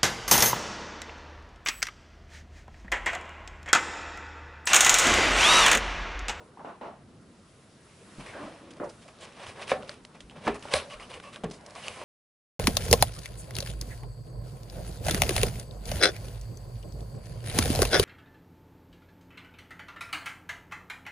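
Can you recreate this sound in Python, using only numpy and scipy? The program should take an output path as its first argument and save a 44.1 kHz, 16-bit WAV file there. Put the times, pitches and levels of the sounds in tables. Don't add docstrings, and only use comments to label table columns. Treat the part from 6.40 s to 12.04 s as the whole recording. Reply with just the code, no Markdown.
import sys
import numpy as np
from scipy import signal
from scipy.fft import rfft, irfft, next_fast_len
from scipy.io import wavfile

SR = 44100
rng = np.random.default_rng(int(sys.argv[2]) if len(sys.argv) > 2 else 0)


def unload_wav(signal):
    wavfile.write(
        sys.argv[1],
        SR,
        np.round(np.clip(np.atleast_2d(signal).T, -1, 1) * 32767).astype(np.int16),
    )


def makeup_ratio(level_db):
    decades = np.asarray(level_db, float) / 20
    return 10 ** decades


N = 248724
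TIME = np.arange(N) / SR

# (time [s], peak [dB], hold [s], pitch of the body [Hz], panel slap [dB])
THUDS = [(0.0, -41, 0.0029, 585, 2.5), (0.171, -42, 0.014, 850, 1.5), (0.194, -41.5, 0.022, 735, 3),
         (0.2456, -34.5, 0.054, 725, 2.5), (0.4107, -33, 0.067, 640, 1.5), (1.781, -33, 0.0077, 206, -6),
         (1.949, -40, 0.09, 570, 0), (2.031, -35.5, 0.027, 225, -6), (2.212, -42.5, 0.12, 330, -6),
         (2.398, -31.5, 0.039, 427, 2.5), (4.067, -25, 0.032, 223, -2), (5.063, -30.5, 0.026, 165, -9)]
# (frequency [Hz], level per Hz [dB])
THUD_COLOUR = [(59, -29), (192, 0), (584, -2.5), (1200, -8), (1780, -13.5), (2300, -14.5), (4000, -27),
               (7000, -34)]
THUD_FADE_S, THUD_FADE_PER_HOLD = 0.068, 0.52
DULL_OVER_BODY, DULL_POWER, DULL_PER_DB = 6.2, 2.54, 1.33
FRONT_DB, FRONT_CYCLES = -3, 4.5
SLAP_HZ, SLAP_WIDTH_HZ = 1200, 650

# (frequency [Hz], level per Hz [dB])
SLEEVE = [(1000, -19), (1500, -7), (2200, -1.5), (3300, -3.5), (5000, -3.5), (7000, -6), (9500, -4),
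          (11300, -5.5)]
HANDLING = [(290, -13.5), (500, 11), (712, -4.5), (1000, 2), (2060, -8), (4580, -13.5), (7800, -46),
            (13200, -120)]
HUM = [(12, -46), (20, -23), (81, -2.5), (230, -1), (420, -12.5), (709, -23), (1170, -58), (1980, -120)]
# (frequency [Hz], likeness [-1 to 1])
LIKENESS = [(60, 0.98), (170, 0.99), (490, 0.91), (1410, 0.64), (4040, 0.66), (11600, 0.7)]
# (time [s], effort [dB])
EFFORT = [(0, 7.5), (.53, 4.5), (1.1, 5), (1.75, 8.5), (1.81, 17), (1.98, 18), (2.37, 6.5), (2.62, 7.5),
          (3.19, 15), (3.39, 20), (3.62, 9), (3.9, 9.5), (4.15, 12.5), (4.4, 25), (4.48, 15.5), (5.11, 10),
          (5.5, 13), (5.64, 21)]
HAND_DB, SLEEVE_DB, HUM_DB = -67.5, -73, -60.5
SLEEVE_FOLLOWS, HUM_FOLLOWS = 0.64, 0.33
# (time of peak [s], level [dB], build [s], fade [s])
SHIFTS = [
    (0.0, -50, .1, 0.25),
    (.79, -49.5, 0.5, 0.61),
    (1.84, -48, 0.32, 0.17),
    (2.37, -52, 0.077, 0.98),
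    (3.39, -40, 0.13, 0.3),
    (4.1, -45, 0.3, 0.32),
    (5.15, -55.5, 1, 1),
]
# (time of peak [s], level [dB], build [s], fade [s])
REACHES = [
    (1.25, -60.5, 0.56, 0.35),
    (1.93, -55, 0.93, 0.33),
    (2.6, -58.5, 0.43, 0.83),
    (4.24, -55.5, 0.11, 1),
    (5.45, -42.5, 0.13, 0.39),
]

# (time [s], peak [dB], pitch [Hz], cycles to die [count])
TAPS = [(0.1735, -35.5, 990, 11), (0.195, -29, 890, 7.4), (0.2472, -28, 950, 8), (0.4115, -32, 810, 8),
        (2.036, -40, 310, 14), (2.049, -37, 320, 11), (2.078, -34, 597, 14), (2.4, -31, 750, 5.6),
        (2.4003, -33, 1650, 14), (2.406, -27, 335, 12), (2.416, -25, 520, 13), (2.436, -28, 1100, 11),
        (2.44, -41, 567, 8.2), (2.471, -32, 520, 12), (2.7878, -45, 1540, 6), (2.788, -37, 4000, 6),
        (2.811, -38, 1730, 8), (2.924, -43, 3300, 10), (2.933, -41, 3200, 10), (3.0076, -37, 1090, 9),
        (3.0648, -31, 1030, 8), (3.188, -37, 1170, 10), (3.229, -26, 2490, 14), (3.4318, -34, 3580, 8),
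        (3.448, -39, 3000, 10), (3.495, -36, 560, 13), (3.512, -38, 2000, 10), (4.0763, -9.5, 990, 7.3),
        (4.0776, -23, 2900, 8), (4.087, -21, 450, 5), (4.2266, -37, 4200, 10), (4.2542, -41, 4100, 10),
        (4.323, -25, 900, 10), (4.338, -16, 8200, 14), (4.3399, -15, 4300, 9), (4.3402, -10, 3240, 10),
        (4.352, -32, 610, 6.5), (4.359, -30, 630, 10), (4.387, -23, 2600, 12), (4.4, -22, 3000, 11),
        (4.421, -32, 2300, 14), (4.501, -37, 2810, 16), (4.7023, -38, 1140, 10), (5.052, -33, 800, 7.2),
        (5.057, -28, 420, 4.5), (5.111, -29.5, 600, 6), (5.117, -34, 900, 6), (5.352, -31, 950, 7.1),
        (5.4823, -20.5, 6200, 11), (5.6154, -25.5, 1390, 10)]
# (time [s], peak [dB], pitch [Hz])
BUMPS = [(1.783, -46, 45), (1.788, -40.5, 146), (2.05, -56, 50), (3.078, -45.5, 92), (3.33, -48, 70),
         (3.839, -48, 54), (3.973, -42.5, 163), (4.081, -33, 240), (3.319, -33.5, 301), (4.099, -40, 58.4),
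         (4.349, -34.5, 79.6), (4.551, -47, 40.8), (2.45, -59, 40), (3.621, -64, 44.4), (4.752, -47.5, 79),
         (5.039, -30, 185), (5.056, -29, 169), (5.059, -44, 51), (5.501, -48, 83)]

# (start [s], level [dB], body relative to it [dB], hold [s])
STROKES = [(1.791, -40.5, 2, 0.018), (1.854, -39.5, 3, 0.013), (1.862, -43.5, -19, 0.043),
           (2.496, -64, -7, 0.034), (2.613, -41.5, -9, 0.012), (3.0584, -36, 1.5, 0.038),
           (3.268, -34, -19, 0.031), (3.47, -41.5, -5, 0.055), (3.506, -54, -4, 0.011),
           (3.739, -46, 6.5, 0.017), (4.143, -38.5, 11, 0.015), (4.218, -43.5, -6, 0.065),
           (4.328, -23, -2, 0.041), (4.923, -37.5, -5, 0.023), (4.949, -43.5, 7.5, 0.018),
           (5.121, -52.5, 14, 0.016), (5.244, -55, 13, 0.079), (5.346, -38.5, 4.5, 0.052)]
# (release [s], level [dB], body relative to it [dB], build [s], fade [s])
DRAGS = [
    (2.0, -43.5, 7, 0.32, 0.48),
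    (2.832, -40, 2.5, 0.053, 0.12),
    (3.018, -36.5, 2, 0.097, 0.11),
    (3.221, -31.5, -5, 0.042, 0.024),
    (3.301, -26, -1, 0.032, 0.046),
    (4.063, -33, 5.5, 0.05, 0.08),
    (4.321, -28, -0.5, 0.031, 0.025),
]
# (start [s], level [dB], hold [s])
SHUFFLES = [
    (2.312, -55, 0.072),
    (2.677, -45.5, 0.013),
    (2.927, -69, 0.049),
    (3.152, -43.5, 0.057),
    (3.904, -51.5, 0.021),
    (3.953, -45.5, 0.028),
]
# (start [s], level [dB], body relative to it [dB], hold [s])
SLIDES = [
    (4.492, -35.5, -5, 0.042),
    (4.594, -37, 0.5, 0.036),
    (4.691, -37, -0.5, 0.033),
    (4.723, -38, 2, 0.039),
    (4.821, -40.5, -3, 0.06),
    (5.413, -36, -1, 0.073),
    (5.485, -38, -1.5, 0.086),
    (5.584, -40.5, 2, 0.058),
]
# (frequency [Hz], width [Hz], level [dB])
CARD = [(548, 240, 6), (1120, 134, 4.5), (1660, 590, -5), (2330, 390, 2.5), (2900, 1400, -1),
        (4300, 3100, -4.5), (5840, 3600, -13.5), (7970, 1550, 1.5), (11140, 2140, 13)]
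# (frequency [Hz], width [Hz], level [dB])
SLOT = [(2230, 270, 3), (2920, 400, 1), (4740, 380, -13)]
STROKE_HISS_DB, DRAG_HISS_DB, SLIDE_HISS_DB = -6, -14.5, -9.5
SHUFFLE_BODY_DB, SHUFFLE_HISS_DB = 7.5, -31
SLOT_DB, SLIDE_HOLLOW_DB = -2.5, -3
HISS_PER_DB, FIRM_DB = 0.48, -28
FADE_S, FADE_PER_HOLD = 0.025, 0.79

# (start [s], level [dB], hold [s], pitch [Hz])
SINGING = [(1.854, -50.5, 0.048, 2070), (1.922, -48.5, 0.056, 1590), (1.931, -52.5, 0.04, 307),
           (1.981, -40, 0.06, 315.4), (2.031, -34.5, 0.012, 316.4), (1.951, -48, 0.12, 604),
           (1.98, -48.5, 0.057, 1120), (2.208, -54.5, 0.093, 319), (2.212, -58, 0.075, 545),
           (2.404, -38, 0.014, 337.5), (2.41, -40.5, 0.038, 576), (3.318, -32.5, 0.026, 550),
           (3.352, -44.5, 0.021, 733), (3.384, -46, 0.011, 545), (3.41, -52.5, 0.04, 545),
           (4.335, -39.5, 0.03, 3930), (4.344, -34, 0.014, 608), (4.405, -48, 0.012, 547),
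           (4.448, -52.5, 0.081, 560), (5.045, -52.5, .02, 800), (4.598, -51, 0.024, 1110),
           (4.335, -53, 0.025, 10200), (5.585, -53, 0.028, 2400), (2.637, -53.5, 0.026, 610),
           (4.11, -51, 0.017, 2460), (4.832, -60, 0.048, 1085), (4.838, -48, 0.017, 564),
           (5.592, -45, .05, 612)]
SING_WIDTH, SING_RISE_S, SING_FADE_S = 0.13, 0.018, 0.074
# (start [s], level [dB], hold [s], pitch [Hz])
SQUEAKS = [(3.904, -62, 0.01, 3240), (4.503, -49.5, 0.034, 2900), (4.51, -66, 0.024, 4700),
           (4.505, -51.5, .04, 1120), (4.52, -46, .03, 597), (4.62, -52, .025, 2950),
           (4.6, -67, 0.03, 5000), (4.733, -46.5, 0.011, 2870), (4.735, -51, .03, 1100),
           (4.77, -49, 0.0096, 495), (4.835, -52.5, 0.057, 1116), (4.85, -58, .04, 2640),
           (5.368, -54, 0.014, 2900), (5.375, -47, 0.011, 745), (5.39, -57, .02, 2200),
           (5.435, -48, .035, 2930), (5.462, -49, .008, 4600), (5.464, -43.5, .008, 1190),
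           (5.5, -58, 0.045, 2900), (5.56, -51.5, 0.061, 1013)]
SQUEAK_WIDTH, SQUEAK_RISE_S, SQUEAK_FADE_S = 0.051, 0.005, 0.021
EVENNESS = 0.47

# (time [s], peak [dB], pitch [Hz], length [s])
CRACKLES = [(2.304, -46, 3500, 0.1), (2.311, -45, 5000, 0.047), (2.491, -44.5, 5050, 0.16),
            (2.679, -46, 2440, 0.052), (2.685, -48, 2410, 0.046), (2.799, -42.5, 3060, 0.73),
            (4.142, -38, 2550, 0.058), (4.7396, -39, 2580, 0.058), (5.131, -44.5, 5030, 0.28),
            (5.261, -42, 5400, 0.059), (5.109, -39, 4730, 0.11), (2.923, -50, 2620, 0.035),
            (2.336, -46, 3000, 0.016), (2.368, -48, 3200, .03), (2.439, -50, 5500, 0.14),
            (3.541, -42, 3160, 0.016), (3.8023, -45, 3280, 0.13), (4.194, -45, 7000, 0.017),
            (5.209, -50, 4850, 0.037), (5.306, -41.5, 5000, 0.025)]
# (time [s], peak [dB], pitch [Hz], box thump
# relative to it [dB])
THUMP_TICKS = [(2.37, -50, 1100, 8), (5.0402, -24.5, 670, -32), (5.0449, -26.5, 800, -32),
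               (5.0368, -27.5, 770, -30), (3.4316, -38, 1300, -8), (4.254, -29, 850, -6),
               (4.5392, -34, 2250, -4), (4.5986, -33, 2200, -16), (4.8, -33, 3000, -19),
               (4.8008, -35, 1650, -19), (4.8026, -39, 1650, -19), (4.9599, -27, 3160, -12),
               (4.9606, -36, 1650, -10), (3.494, -27, 1740, -13.5), (5.6157, -31, 1200, -20.5)]
# (time [s], peak [dB], pitch [Hz], broad snap relative to it [dB])
TICKS = [(3.3167, -22, 3300, -20), (3.0674, -32, 3380, -13.5), (3.2793, -27, 2890, -18),
         (3.2959, -25, 2440, -18), (4.2245, -41, 5000, -10), (4.2262, -32, 3000, -12),
         (3.425, -35, 2900, -17), (3.4937, -23, 4350, -16), (3.639, -50, 8000, -14),
         (3.6503, -29, 3900, -12), (3.8059, -30, 3200, -15), (3.8977, -36, 3000, -18),
         (3.9055, -43, 3000, -14), (3.9105, -42, 3200, -14), (4.0774, -19, 2170, -17),
         (4.0797, -20, 1900, -20), (4.0864, -44, 2510, -9), (4.1632, -38, 2600, -18),
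         (4.2858, -32, 2800, -20), (4.3225, -27, 2770, -20), (5.042, -31, 3350, -11),
         (5.0365, -36, 3000, -11), (4.3379, -9, 4200, -12), (4.3389, -11, 2350, -16), (4.7, -41, 2910, -18),
         (4.7108, -34, 3300, -16), (5.1, -44.5, 4600, -2), (5.2989, -44, 3600, -4),
         (5.2637, -37, 5400, -10), (5.3527, -33, 4800, -14), (5.4823, -18, 2950, -14)]
SLIP_S, TICK_THUMP_DB, FLAP_SNAP_DB = 0.024, -19.5, -17
CREASE_SNAP_DB, CREASE_THUMP_DB = -4.5, -27
TICK_CYCLES, TICK_TRAIL_DB, TICK_EDGE_DB = 10.5, -23, -10

# (time [s], level at 560 Hz [dB], then relative to it: hollow boom [dB], wall slap [dB], edge crack [dB])
KNOCKS = [
    (3.3155, -22, -10, -29, 4),
    (3.3172, -14.5, -9.5, 1, -4),
    (4.0694, -31.5, -4.5, 9, 9),
    (4.0791, -29.5, 2, 15.5, -29),
    (4.0776, -27.5, 3.5, -5, 11),
    (4.3391, -12.5, -16.5, -7, -14),
    (5.0359, -46, 7, 7, -2),
    (5.0406, -41.5, 3, 9.5, -2),
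    (5.045, -41.5, 10, 11, -4),
    (5.614, -39, -14, -7, 6),
]
# (frequency [Hz], level [dB], time to fall 60 dB [s])
BOX = [(165, -6, 0.19), (242, 0.5, 0.14), (302, -8, 0.13), (412.4, 1, 0.3), (447, 0.5, 0.12),
       (545, -5.5, 0.23), (570, -1, 0.11), (728, 3.5, 0.018), (752, -6, 0.16), (855, -13.5, 0.11),
       (1112, 1.5, 0.025), (1300, -20, 0.18), (1740, -5.5, 0.075), (2330, -4, 0.014)]
ROOM_T60_S, ROOM_DB, WALL_CUT_HZ = 0.11, -15.5, 21000


def rms_one(x):
    return x / np.sqrt(np.mean(x ** 2) + 1e-20)


def at_hz(points, hz):
    table = np.array(points)
    return np.interp(np.log(hz), np.log(table[:, 0]), table[:, 1])


def passed(x, hz, kind):
    return signal.sosfilt(signal.butter(2, np.clip(hz, 10, .45 * SR), kind, fs=SR, output="sos"), x)


def resonance(x, hz, width):
    r = np.exp(-np.pi * width / SR)
    return (1 - r * r) / 2 * signal.lfilter([1, 0, -1], [1, -2 * r * np.cos(2 * np.pi * hz / SR), r * r], x)


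def ring(clicks, hz, t60):
    r, w = makeup_ratio(-60 / (t60 * SR)), 2 * np.pi * hz / SR
    return signal.lfilter([0, np.sin(w)], [1, -2 * r * np.cos(w), r * r], clicks + 1e-18)


def lingering(clicks, t60):
    return signal.lfilter([1], [1, -makeup_ratio(-60 / (t60 * SR))], clicks + 1e-18)


def swell(t, hold, fade, rise):
    return np.clip(t / rise, 0, 1) * np.exp(-np.log(10) * np.clip((t - hold) / max(fade, .001), 0, 8))


def build_up(t, db, build, hold, fade):
    return makeup_ratio(db + 20 * np.clip(t / build, -8, 0)) * swell(t + 9, 9 + hold, fade, rise=1)


def drift(rate):
    r = np.exp(-80 * np.pi * rate / SR)
    slow = signal.lfilter([1], [1, -2 * r, r * r], rng.standard_normal(N // 40 + 2002))[2000:]
    return np.interp(np.arange(N) / 40, np.arange(len(slow)), rms_one(slow))


def coloured(spectrum, patchy_db):
    out, edges = 0, 16 * 2 ** np.arange(0, 10, .5)
    white = rng.standard_normal((2, 2, N))
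    for k, (low, high) in enumerate(zip(edges, edges[1:])):
        centre = np.sqrt(low * high)
        level_db = at_hz(spectrum, centre)
        if level_db < -42:
            continue
        mid, side = passed(white[k % 2], [low, high], "band")
        alike = np.clip(at_hz(LIKENESS, centre), -1, 1)
        gain = makeup_ratio(level_db + patchy_db * drift(9.1))
        out = out + gain * (np.sqrt(1 + alike) * mid + np.sqrt(1 - alike) * side * [[1], [-1]])
    return rms_one(out)


def thuds():
    noise, out = coloured(THUD_COLOUR, patchy_db=-1.0), np.zeros((2, N))
    for s, peak_db, hold, body_hz, slap_db in THUDS:
        fade = THUD_FADE_S + THUD_FADE_PER_HOLD * hold
        dull_hz = DULL_OVER_BODY * 500 * (body_hz / 500) ** DULL_POWER
        dull_hz = dull_hz * makeup_ratio(DULL_PER_DB * (peak_db + 34.5))
        span = slice(round(s * SR), round((s + .6) * SR))
        t = TIME[span] - s
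        front = makeup_ratio(8.0 + FRONT_DB) * ring(1.0 * (t == t[0]), 1.12 * body_hz, FRONT_CYCLES / body_hz)
        burst = noise[:, span] * swell(t, hold, fade, rise=0.0014) + front
        body = 2.0 * resonance(burst, body_hz, 0.52 * body_hz)
        burst = burst + body
        whole = burst - body
        burst = burst - makeup_ratio(slap_db) * resonance(whole, SLAP_HZ, SLAP_WIDTH_HZ) * 2.62
        out[:, span] += makeup_ratio(peak_db - 12.0) * passed(passed(burst, dull_hz, "low"), dull_hz, "low")
    return out


def surge(rows):
    t = TIME[::64]
    power = sum(build_up(t - s, db, build, -0.151, fade) ** 2 for s, db, build, fade in rows)
    return np.interp(TIME, t, power)


def hum(effort_db):
    level = np.sqrt(makeup_ratio(HUM_DB + HUM_FOLLOWS * effort_db) ** 2 + surge(SHIFTS))
    return level * coloured(HUM, patchy_db=1.0)


def sleeve_rustle(effort_db):
    level = np.sqrt(makeup_ratio(SLEEVE_DB + SLEEVE_FOLLOWS * effort_db) ** 2 + surge(REACHES))
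    return level * coloured(SLEEVE, patchy_db=-0.85)


def handling(effort_db):
    return makeup_ratio(HAND_DB + effort_db) * coloured(HANDLING, patchy_db=2.5)


def taps():
    out, t = np.zeros(N + 4096), TIME[:4096]
    for s, peak_db, hz, cycles in TAPS:
        i = round(s * SR)
        fading = makeup_ratio(peak_db - 60 * t * hz / max(cycles, 1))
        out[i:i + len(t)] += fading * np.sin(2 * np.pi * hz * t) * np.clip(2 * t * hz, 0, 1)
    return out[:N]


def bumps():
    out, t = np.zeros(N + SR // 2), TIME[:SR // 2]
    for s, peak_db, hz in BUMPS:
        i = round(s * SR)
        fading = makeup_ratio(peak_db - 60 * t / (0.044 + 14.6 / hz))
        out[i:i + len(t)] += fading * np.sin(2 * np.pi * hz * t) * np.clip(t / 0.0023, 0, 1)
    return out[:N]


def rubbed_card():
    sizes = makeup_ratio(3.5 * np.minimum(rng.exponential(1, N), 5)) * rng.choice([-1, 1], N)
    catches = rng.random(N) < 4000 * makeup_ratio(3.0 * drift(40)) / SR
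    grains = rms_one(sizes * catches) + 0.52 * rng.standard_normal(N)
    shaped = makeup_ratio(-7) * grains[::-1]
    for k, (hz, width, level_db) in enumerate(CARD):
        shaped = shaped + makeup_ratio(level_db) * resonance(grains, hz, width) * (-1) ** k
    bands = [[380, 1400], [1400, 3600], [3600, 6600], [6600, 11500]]
    layers = [rms_one(passed(shaped, edges, "band")) for edges in bands]
    slot = 0
    for hz, width, level_db in SLOT:
        slot = slot + makeup_ratio(level_db) * resonance(resonance(grains[::-1], hz, width), hz, 2 * width)
    return layers + [rms_one(slot)]


def rubbing():
    t = TIME[::16]
    shapes = [swell(t - s, hold, FADE_S + FADE_PER_HOLD * hold, rise=0.01)
              for s, *_, hold in SLIDES + STROKES + SHUFFLES]
    shapes += [build_up(t - s, 0, build, 0.013, fade) for s, *_, build, fade in DRAGS]
    rows = [(db, body, SLIDE_HISS_DB) for _, db, body, _ in SLIDES]
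    rows += [(db, body, STROKE_HISS_DB) for _, db, body, _ in STROKES]
    rows += [(db, SHUFFLE_BODY_DB, SHUFFLE_HISS_DB) for _, db, _ in SHUFFLES]
    rows += [(db, body, DRAG_HISS_DB) for _, db, body, *_ in DRAGS]
    db, body, hiss = np.transpose(rows)
    hiss = hiss + HISS_PER_DB * (db - FIRM_DB)
    levels = makeup_ratio(db - 13 + np.array([body, 0 * db, 0.11 * hiss - 3, hiss, 0 * db + SLOT_DB]))
    levels[4, len(SLIDES):] = 0
    levels[1:3, :len(SLIDES)] *= makeup_ratio(SLIDE_HOLLOW_DB)
    pressure = np.sqrt(levels ** 2 @ np.square(shapes))
    out = np.zeros(N)
    for k, (gain, layer) in enumerate(zip(pressure, rubbed_card())):
        out += np.interp(TIME, t, gain) * layer * (-1) ** k
    return out


def singing(rows, share, rise, fade):
    out = np.zeros(N)
    for s, level_db, hold, hz in rows:
        span = slice(round(s * SR), round((s + .4) * SR))
        t, noise = TIME[span] - s, rng.standard_normal(SR // 2)
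        width = share * hz * (hz / 500) ** 0.46
        tone = rms_one(resonance(resonance(noise, hz, width), hz, width))
        tone = rms_one(tone / (np.abs(signal.hilbert(tone)) + 0.36) ** EVENNESS)
        out[span] += makeup_ratio(level_db) * tone[-len(t):] * swell(t, hold, fade, rise)
    return out


def ticks():
    size = 2560
    out, t = np.zeros(N + size), TIME[:size]
    slips = [(*row, TICK_THUMP_DB, SLIP_S, 1) for row in TICKS]
    slips += [(s, db, hz, FLAP_SNAP_DB, thump, SLIP_S, 1) for s, db, hz, thump in THUMP_TICKS]
    slips += [(s, db, hz, CREASE_SNAP_DB, CREASE_THUMP_DB, length, 0) for s, db, hz, length in CRACKLES]
    flick = 1.0 * (t == 0)
    thump = np.sin(2 * np.pi * 600 * t) * makeup_ratio(-60 * t / 0.061) * np.clip(t / 0.0031, 0, 1)
    for s, peak_db, hz, snap_db, thump_db, length, sharp in slips:
        noise = rng.standard_normal((2, size))
        trail_rise = 0.0001 if sharp else 0.033 * length
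        trail = noise[0] * swell(t, 0.024 * length, 0.16 * length, trail_rise)
        if sharp:
            tone = ring(flick + makeup_ratio(TICK_TRAIL_DB) * trail, hz, TICK_CYCLES / hz)
        else:
            tone = ring(trail, hz, 6.1 / hz)
        snap_rise = 0.00048 if sharp else 0.015 * length
        snap = passed(noise[1], [1300, 9000], "band") * swell(t, 0.057 * length, 0.26 * length, snap_rise)
        snap = makeup_ratio(snap_db - 2.0) * snap + sharp * makeup_ratio(TICK_EDGE_DB) * passed(flick, hz, "high")
        i = round(s * SR)
        out[i:i + size] += makeup_ratio(peak_db) * (tone / np.abs(tone).max() + snap + makeup_ratio(thump_db - 1.5) * thump)
    return out[:N]


def knocks():
    rows, out = np.array(KNOCKS), np.zeros(N)
    at = np.round(rows[:, 0] * SR).astype(int)
    luck_db = rng.normal(0, 1.5, (len(rows), len(BOX)))
    rattle = rng.standard_normal((3, N))
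    for k, (hz, level_db, t60) in enumerate(BOX):
        colour_db = [at_hz([(230, boom - 3), (465, boom + 3), (540, 0), (605, 0), (690, 0.9 * slap),
                            (1100, slap), (2400, crack)], hz) for boom, slap, crack in rows[:, 2:]]
        clicks = np.zeros(N)
        clicks[at] = makeup_ratio(rows[:, 1] + colour_db + level_db + luck_db[:, k]) * (-1) ** ((k + 1) // 3)
        shaking = lingering(clicks, .18) * rattle[k % 2]
        blow = makeup_ratio(-19.5 - 2.8 * hz / 1000) * clicks + makeup_ratio(-40.0) * shaking
        slap_ring = makeup_ratio(-4.0) * ring(clicks, hz, 11.0 / hz + 0.0095)
        out += ring(blow, hz, 0.76 * t60) + slap_ring
    clicks = np.zeros(N)
    clicks[at] = makeup_ratio(rows[:, 1] + rows[:, 3])
    flutter = passed(lingering(clicks, .13) * rattle[2], [650, 2400], "band")
    return passed(out + makeup_ratio(-7.0) * flutter, [130, 4500], "band")


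def room(x):
    size = next_fast_len(N + SR)
    hz = np.arange(size // 2 + 1) * SR / size
    echoes = np.zeros((2, len(hz)), complex)
    for k, lag in enumerate(rng.uniform(0.02, 0.03, 12)):
        loop = makeup_ratio(-60 * lag / ROOM_T60_S) / (1 + 1j * hz / WALL_CUT_HZ) * np.exp(-2j * np.pi * hz * lag)
        echoes[k % 2] += loop / (1 - loop) * (-1) ** (k // 2)
    return irfft(rfft(x, size) * echoes, size)[:, :N]


def scene():
    effort_db = np.interp(TIME, *np.transpose(EFFORT))
    lock = taps() + rubbing() + ticks() + knocks()
    lock = lock + singing(SINGING, SING_WIDTH, SING_RISE_S, SING_FADE_S)
    lock = lock + singing(SQUEAKS, SQUEAK_WIDTH, SQUEAK_RISE_S, SQUEAK_FADE_S)
    top = passed(0.081 * lock + np.roll(lock, 17), 3100, "high")
    near = lock * makeup_ratio(np.array([[-.2], [.2]])) + 0.26 * top * [[-1], [1]]
    near = near + makeup_ratio(ROOM_DB) * passed(room(lock), 240, "high")
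    around = hum(effort_db) + sleeve_rustle(effort_db) + handling(effort_db)
    return near + around + thuds() + bumps() * makeup_ratio(np.array([[.4], [-.4]]))


def roll_off(x):
    return signal.sosfilt(signal.butter(12, 12190, fs=SR, output="sos"), x)


def record(dry):
    steep = signal.cheby2(14, 50, 11600, fs=SR, output="sos")
    return roll_off(signal.sosfilt(steep, dry))


dry = scene()
out = record(dry)
unload_wav(out)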